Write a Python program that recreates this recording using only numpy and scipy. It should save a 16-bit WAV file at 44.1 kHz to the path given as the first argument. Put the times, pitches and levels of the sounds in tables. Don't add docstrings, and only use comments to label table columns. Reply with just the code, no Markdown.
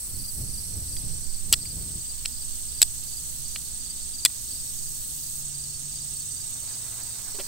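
import sys
import numpy as np
from scipy import signal
from scipy.fft import rfft, irfft
from scipy.io import wavfile
from scipy.ndimage import uniform_filter1d

SR = 44100
rng = np.random.default_rng(int(sys.argv[2]) if len(sys.argv) > 2 else 0)


def gain_from_db(level_db):
    decades = np.asarray(level_db, float) / 20
    return 10 ** decades


def log_audio(samples):
    frames = np.atleast_2d(samples).T
    limited = np.clip(frames, -1, 1)
    pcm = np.round(limited * 32767).astype(np.int16)
    wavfile.write(sys.argv[1], SR, pcm)


N = 329427
T = np.arange(N) / SR
F = np.fft.rfftfreq(N, 1 / SR) + 1e-3


def curve(table, outside=None):
    s, *columns = np.transpose(table)
    return [np.interp(T, s, column, outside, outside) for column in columns]


def unit(x):
    return x / np.sqrt(np.mean(x ** 2))


def noise(points, column=1, lo_hz=0, hi_hz=SR):
    p = np.array(points)
    colour_db = np.interp(np.log(F), np.log(p[:, 0]), p[:, column])
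    gain = gain_from_db(colour_db) * (F >= lo_hz) * (F < hi_hz)
    return irfft(rfft(rng.standard_normal(N)) * gain, N)


def walk(rate):
    hold = int(SR / rate)
    steps = np.repeat(rng.standard_normal(N // hold + 1), hold)
    return unit(uniform_filter1d(uniform_filter1d(steps, hold), hold)[:N])


def ring(x, hz, width):
    r = np.exp(-np.pi * width / SR)
    poles = [1, -2 * r * np.cos(2 * np.pi * hz / SR), r * r]
    return signal.lfilter([1, 0, -1], poles, x) * (1 - r * r) / 2


def tone(table, orders):
    hz = np.interp(T, *np.transpose(table)[:2])
    phase = 2 * np.pi * np.cumsum(hz * (1 + 0.0017 * walk(3.09))) / SR
    partials = sum(gain_from_db(db + 1.7 * walk(4.5)) * np.sin(k * phase) for k, db in orders)
    return np.sqrt(2) * gain_from_db(curve(table, -120)[1]) * partials


# (frequency [Hz], relative level [dB])
AIR_COLOUR = [(88, -13), (150, -8), (242, -7.5), (322, -13), (581, -19.5), (2520, -21.5), (3000, -22.5),
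              (3900, -55), (6600, -120)]


def air():
    both, left, right = (unit(noise(AIR_COLOUR, lo_hz=121, hi_hz=3150)) for _ in range(3))
    return gain_from_db(-58.5) * np.array([0.91 * both + left, 1.02 * both + right])


# (time [s], level [dB])
RUMBLE_LEVEL = [(1.9, -52), (2.35, -50.5), (3.11, -51), (4.32, -50), (4.4, -47.5), (5.28, -49.5),
                (6.12, -47), (7.47, -50.5)]
# (frequency [Hz], relative level [dB])
RUMBLE_SPECTRUM = [(15, -27), (40, 2), (90, 0.5), (150, -6.5), (250, -22.5), (400, -42)]


def rumble():
    both, left, right = (unit(noise(RUMBLE_SPECTRUM, hi_hz=600)) for _ in range(3))
    return gain_from_db(curve(RUMBLE_LEVEL)[0]) * np.array([.5 * both + .5 * left, 0.5 * both + 1.06 * right])


# (time [s], pitch [Hz], level [dB])
ENGINE = [(1.9, 61.2, -55), (2.05, 60.8, -52), (3.38, 60.78, -51.5), (4.44, 61.1, -59.5), (5.13, 60.9, -60),
          (5.4, 57.4, -71)]
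# (multiple of the pitch, relative level [dB])
ENGINE_ORDERS = [(1, 2.5), (2, -3.5), (3, -26), (4, -18)]


def drone():
    return tone(ENGINE, ENGINE_ORDERS) * np.array([[-.3], [2.2]])


# (time [s], nominal pitch [Hz], sounding at 0.99 of it, level [dB])
HIGH_HUMS = [
    [(3.1, 145, -80), (3.164, 144.6, -54), (3.9, 143.5, -61)],
    [(4.6, 143.5, -62), (6.04, 144, -47.5), (7.0, 144.3, -81)],
    [(6.2, 119.4, -57.5), (7.252, 116, -56), (7.4, 116.1, -66)],
]


def hum():
    return sum(tone(part, [(0.99, 0)]) for part in HIGH_HUMS) * np.array([[.8], [1.2]])


# (time [s], level [dB])
GUSTS = [(0, -58), (.1, -42.5), (.3, -49), (.4, -36.5), (.48, -39.5), (.6, -48.5), (.76, -37), (.85, -42),
         (1.1, -38.5), (1.35, -47.5), (1.52, -39), (1.7, -44), (1.78, -37), (1.97, -41.5), (2.1, -73),
         (4.4, -64), (4.53, -46), (4.62, -67)]
# (frequency [Hz], relative level [dB])
GUST_COLOUR = [(15, -35), (25, -3), (33, -5), (65, -2.5), (134, -9.5), (242, -20), (793, -42.5),
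               (1000, -56), (1300, -103), (2200, -120)]
# (time [s], level [dB])
PUSHES = [(0.0, -56), (0.14, -36), (0.68, -44.5), (1.23, -28), (1.87, -56), (2.16, -37.5), (4.43, -50.5),
          (4.8, -37), (5.22, -48), (6.95, -56.5), (7.47, -46)]


def wind():
    db, puffs = curve(GUSTS, -120)[0], walk(15.8)
    both, left, right = (unit(noise(GUST_COLOUR, hi_hz=1500)) * gain_from_db(1.5 * walk(14)) for _ in range(3))
    gusts = np.array([0.97 * both + .5 * left, 1.15 * both + 0.55 * right]) * gain_from_db(db + 1.7 * puffs)
    flutter_db = -55.5 + 2.5 * (db + 36.0) + 2 * puffs
    flutter = unit(ring(rng.standard_normal(N), 220, 190)) * gain_from_db(flutter_db)
    push_colour = [(3, -5.0), (9, 6.0), (22, -7.5), (40, -34)]
    push = unit(noise(push_colour, hi_hz=61)) * gain_from_db(curve(PUSHES)[0])
    return gusts + flutter + push * np.array([[.15], [1.9]])


# (time [s], level [dB])
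SLEEVES = [(6.3, -67), (6.68, -56), (6.882, -55.5), (7.3, -54), (7.4, -64), (7.47, -49)]


def rustle():
    cloth = ring(rng.standard_normal(N) * gain_from_db(2.1 * walk(60)), 600, 1560)
    return gain_from_db(curve(SLEEVES, -120)[0]) * unit(cloth)


def bouts(table, rest_db):
    swell_db, edge_s = 5, .03
    power = gain_from_db(2 * rest_db)
    for start, end, end_db in table:
        on = np.clip(np.minimum(T - start, end - T) / edge_s + .5, 0, 1)
        remaining = np.clip((end - T) / (end - start), 0, 1)
        power = power + on * gain_from_db(2 * (end_db - swell_db * remaining))
    return 10 * np.log10(power)


# (frequency [Hz], relative left level [dB], relative right level [dB])
CHORUS_COLOUR = [(2420, -47, -38), (2680, -32, -24), (3990, -31, -16), (4450, -14.5, -9),
                 (4580, -24.5, -13), (6650, -27.5, -11), (7400, -19.5, -9.5), (7800, -3.5, -4),
                 (8420, 1, 2.5), (9020, -11.5, -9.5), (10000, -14.5, -12.5), (12400, -16.5, -15),
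                 (15400, -11.5, -15)]
# (lowest frequency [Hz], throb rate [1/s], left throb depth [dB], right throb depth [dB])
SINGER_KINDS = [(2540, 13, 4, 1.5), (3976, 22.5, 5, 0.5), (5820, 17, -1, 1), (7500, 31, 1, 2.5),
                (9210, 5.9, 1.5, 2.5), (10070, 61, 2.5, 0.5), (12200, 67, 2, 5)]
# (time [s], then one level [dB] per kind)
SONG_LEVELS = [(0.0, -62, -51.5, -51, -39, -47.5), (2.29, -57.5, -50.5, -47.5, -38.5, -54.5),
               (3.04, -56.5, -49.5, -45.5, -39.5, -51), (6.55, -57, -51, -45, -38, -51.5),
               (7.47, -58.5, -48.5, -46, -40, -53)]
# (start [s], end [s], level at the end [dB])
HIGH_SINGING = [(-.5, 0.683, -45), (0.685, 1.019, -47.5), (1.051, 1.76, -52.5), (2.412, 3.421, -48),
                (3.42, 3.7, -47), (3.718, 4.3, -53.5), (4.3, 5.415, -47), (6.3, 7.601, -54.5)]
# (start [s], end [s], level at the end [dB])
TOP_SINGING = [(-.5, .425, -47), (.7, 1.03, -52), (1.33, 3.415, -50.5), (3.45, 3.7, -55),
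               (4.27, 5.415, -45.5), (6.05, 7.6, -50)]


def chorus():
    out = 0
    tops_hz = [row[0] for row in SINGER_KINDS[1:]] + [15800]
    levels = curve(SONG_LEVELS) + [bouts(HIGH_SINGING, -54.5), bouts(TOP_SINGING, -51)]
    for (lo, rate, *depth_db), hi, db in zip(SINGER_KINDS, tops_hz, levels):
        phase = 2 * np.pi * np.cumsum(rate * (1 + 0.0292 * walk(3.04))) / SR
        pair = []
        for c in (0, 1):
            throb_db = depth_db[c] * np.sin(phase) + 0.78 * walk(14)
            pair.append(noise(CHORUS_COLOUR, c + 1, lo, hi) * gain_from_db(throb_db))
        pair = np.array(pair)
        out = out + gain_from_db(db) * pair / np.sqrt(np.mean(pair.mean(0) ** 2))
    return out


# (start [s], end [s], frequency [Hz], width [Hz], level [dB])
HELD_NOTES = [(0, 1.4, 5900, 160, -56), (0, 2.75, 5250, 150, -61.5), (3.4, 10, 3760, 200, -62.5),
              (3.9, 8.5, 6560, 250, -54), (4.3, 7.47, 5450, 200, -57), (0, 7.47, 8500, 160, -50.5),
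              (4.4, 5.3, 11050, 500, -54), (4.6, 5.3, 15240, 696, -60), (6.3, 8, 14400, 149.6, -60)]


def trills():
    out = 0
    for start, end, hz, width, db in HELD_NOTES:
        note = ring(ring(rng.standard_normal(N), hz, width), hz, 2 * width)
        throb = gain_from_db(2.1 * np.sin(2 * np.pi * (33.2 * T + rng.random())) + 1.8 * walk(3.35))
        fade = np.clip(np.minimum(T - start + 0.053, end + .1 - T) / 0.26, 0, 1)
        out = out + gain_from_db(db) * unit(note * throb) * fade
    return out * np.array([[.4], [1.9]])


def cricket(chirps, strokes, left_db, right_db):
    out, t = np.zeros(N + SR), np.arange(-800, 800) / SR
    for middle_s, chirp_db in chirps:
        for late, step_db, stroke_hz in strokes:
            stray = np.array([.002, 1.8, 22]) * rng.standard_normal(3)
            s, db, hz = np.array([middle_s + late, chirp_db + step_db, stroke_hz]) + stray
            pitch = hz - 200 * np.clip(t / 0.0097, 0, 2) ** 2 - 60 * np.clip(-t / .014, 0, 2) ** 2
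            beat = 1 + .5 * rng.random() * np.cos(2 * np.pi * (185 * t + rng.random()))
            carrier = np.sin(2 * np.pi * (np.cumsum(pitch) / SR + rng.random()))
            stroke = np.exp(-(t / .013) ** 4) * beat * carrier
            out[int(s * SR) - 800:][:len(t)] += gain_from_db(db) * stroke
    return out[:N] * gain_from_db(np.array([[left_db], [right_db]]))


# (middle of chirp [s], level [dB])
FURTHER_CHIRPS = [(.179, -44), (1.372, -44), (1.79, -45.5), (1.95, -48), (2.167, -44), (2.508, -44),
                  (3.067, -49), (3.442, -47), (3.682, -48), (4.003, -43.5), (4.505, -48), (4.665, -49),
                  (4.985, -44), (5.41, -53), (5.728, -42.5), (6.192, -42), (6.66, -42), (7.34, -44)]
# (time from middle [s], relative level [dB], pitch [Hz])
FURTHER_STROKES = [(-.023, -0.5, 4506), (.023, 0, 4576)]


def far_cricket():
    return cricket(FURTHER_CHIRPS, FURTHER_STROKES, -2, -2.9)


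# (middle of chirp [s], level [dB])
CLOSE_CHIRPS = [(.248, -38), (.542, -39), (.935, -38.5), (1.299, -40), (1.667, -38), (2.059, -40),
                (2.377, -41.5), (2.746, -40), (3.132, -40), (3.506, -40), (3.864, -38.5), (4.193, -37.5),
                (4.56, -39), (4.834, -42.5), (5.236, -43.5), (5.599, -41.5), (5.968, -41), (6.37, -38.5),
                (6.74, -43), (7.073, -41), (7.409, -46)]
# (time from middle [s], relative level [dB], pitch [Hz])
CLOSE_STROKES = [(-.045, -3, 4700), (0, -1, 4720), (.045, -0.5, 4735)]


def near_cricket():
    return cricket(CLOSE_CHIRPS, CLOSE_STROKES, 3.2, -14)


# (time [s], level [dB], frequency [Hz], decay [ms])
KNOCKS = [(1.527, -27, 600, 1.5), (2.258, -39, 600, 1.5), (2.817, -38, 250, 1.7), (3.5605, -41, 704, 2),
          (4.251, -24, 342, 0.98), (7.346, -44, 418, 19), (7.386, -34, 379, 17), (7.398, -37.5, 576, 11)]


def thuds():
    out, t = np.zeros(N), np.arange(2000) / SR
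    for s, db, hz, decay in KNOCKS:
        rough = ring(rng.standard_normal(len(t)), hz, 1.4 * hz)
        knock = np.sin(2 * np.pi * hz * t) + 0.48 * unit(rough)
        out[int(s * SR):][:len(t)] += gain_from_db(db) * knock * np.exp(-1000 * t / decay)
    return out


# (frequency [Hz], width [Hz], relative level [dB])
STEEL_MODES = [(3083, 760, 5), (3444, 140, 5.5), (4150, 294, 6.5), (4416, 140, 4.5), (4980, 330, 6.5),
               (5900, 570, 4.5), (7170, 160, 4), (7480, 130, 5), (7920, 150, 12.5), (8620, 38, 0),
               (8990, 660, 3), (11400, 260, -6), (11400, 180, 3.5), (12380, 190, -8), (13800, 1200, -8)]
# (frequency [Hz], width [Hz], relative level [dB])
STONE_MODES = [(900, 250, -15), (1300, 450, -9.5), (1930, 103, -9.5), (2300, 330, -2)]
# (time [s], force [dB], decay [ms], treble tilt [dB per octave], stone level [dB])
STEEL_BLOWS = [(0.9672, -29.5, 1.2, -15, -10), (1.5266, -6.5, 1.05, 4.5, -14), (2.2514, -26.5, .8, -9, 6),
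               (2.2557, -18, 1.2, -17, -10), (2.2579, -12.5, 1.0, -7.5, 1), (2.8175, -5.5, 1.3, 5, -19),
               (3.5589, -24, 0.38, -14, 8), (3.5606, -19, 0.74, -16, 4), (4.2505, -8, 2.1, 5.5, -8)]
# (time [s], force [dB], decay [ms], treble tilt [dB per octave], stone level [dB])
EDGE_BITES = [(1.530, -27, 1.8, 15, -9), (1.534, -9.5, 4.4, -11, -9), (1.5384, -7, 2.1, -5.5, 4),
              (1.543, -22, 1.3, -2.5, -8), (1.655, -41.5, 2.5, 3, 13), (2.822, -18, 4.9, -20, -19),
              (2.8279, -6.5, 3, 1.5, -4), (3.563, -30, 1.8, -12, 6), (4.2566, -13, 3.5, -4, 5.5),
              (4.259, -10.5, 2.45, 1, 7), (4.301, -37.5, 2.2, -3, 10), (5.13, -48, 2.5, -8, 2),
              (7.35, -39, 7, -8, -3), (7.401, -31, 11, -12, 7.5)]


def striker():
    out, n = np.zeros(N), 2600
    t = np.arange(n) / SR * 1000 - 12
    onset = np.argmax(t >= 0)
    blow_rise_ms = 0.012
    contacts = [(blow_rise_ms, *row) for row in STEEL_BLOWS] + [(row[2], *row) for row in EDGE_BITES]
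    for rise, s, db, decay, tilt, stone_db in contacts:
        grit = rng.standard_normal(n) * gain_from_db(2.2 * rng.standard_normal(n))
        fall = np.where(t < 0, (t / rise) ** 2, np.abs(t / decay) ** 2.3)
        force = 0.42 * unit(grit) * np.exp(-fall)
        force[onset] = 1.94 + 1.27 * np.exp(-abs(rise) / 0.11)
        modes = [(hz, width, g + stone_db) for hz, width, g in STONE_MODES]
        modes += [(hz, width, g + tilt * np.log2(hz / 4000)) for hz, width, g in STEEL_MODES]
        body = 0
        for k, (hz, width, g) in enumerate(modes):
            body = body + (-1) ** k * gain_from_db(g) * ring(force, hz, width) * np.sqrt(1000 / width)
        crack = gain_from_db(-4 + tilt) * ring(force, 5000, 9000)
        i = int(s * SR) - onset
        out[i:i + n] += (gain_from_db(db) * (body + crack))[:N - i]
    return out


def scene():
    background = air() + rumble() + drone() + hum() + wind() + rustle()
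    insects = chorus() + trills() + far_cricket() + near_cricket()
    return background + insects + thuds() + striker()


def top_cut(x):
    return signal.sosfilt(signal.butter(12, 16970, fs=SR, output="sos"), x)


def record(dry):
    low_pass = signal.ellip(10, .3, 60, 15750, fs=SR, output="sos")
    held = 1.15 * np.tanh(signal.sosfilt(low_pass, dry) / 1.15)
    return top_cut(held)


dry = scene()
out = record(dry)
log_audio(out)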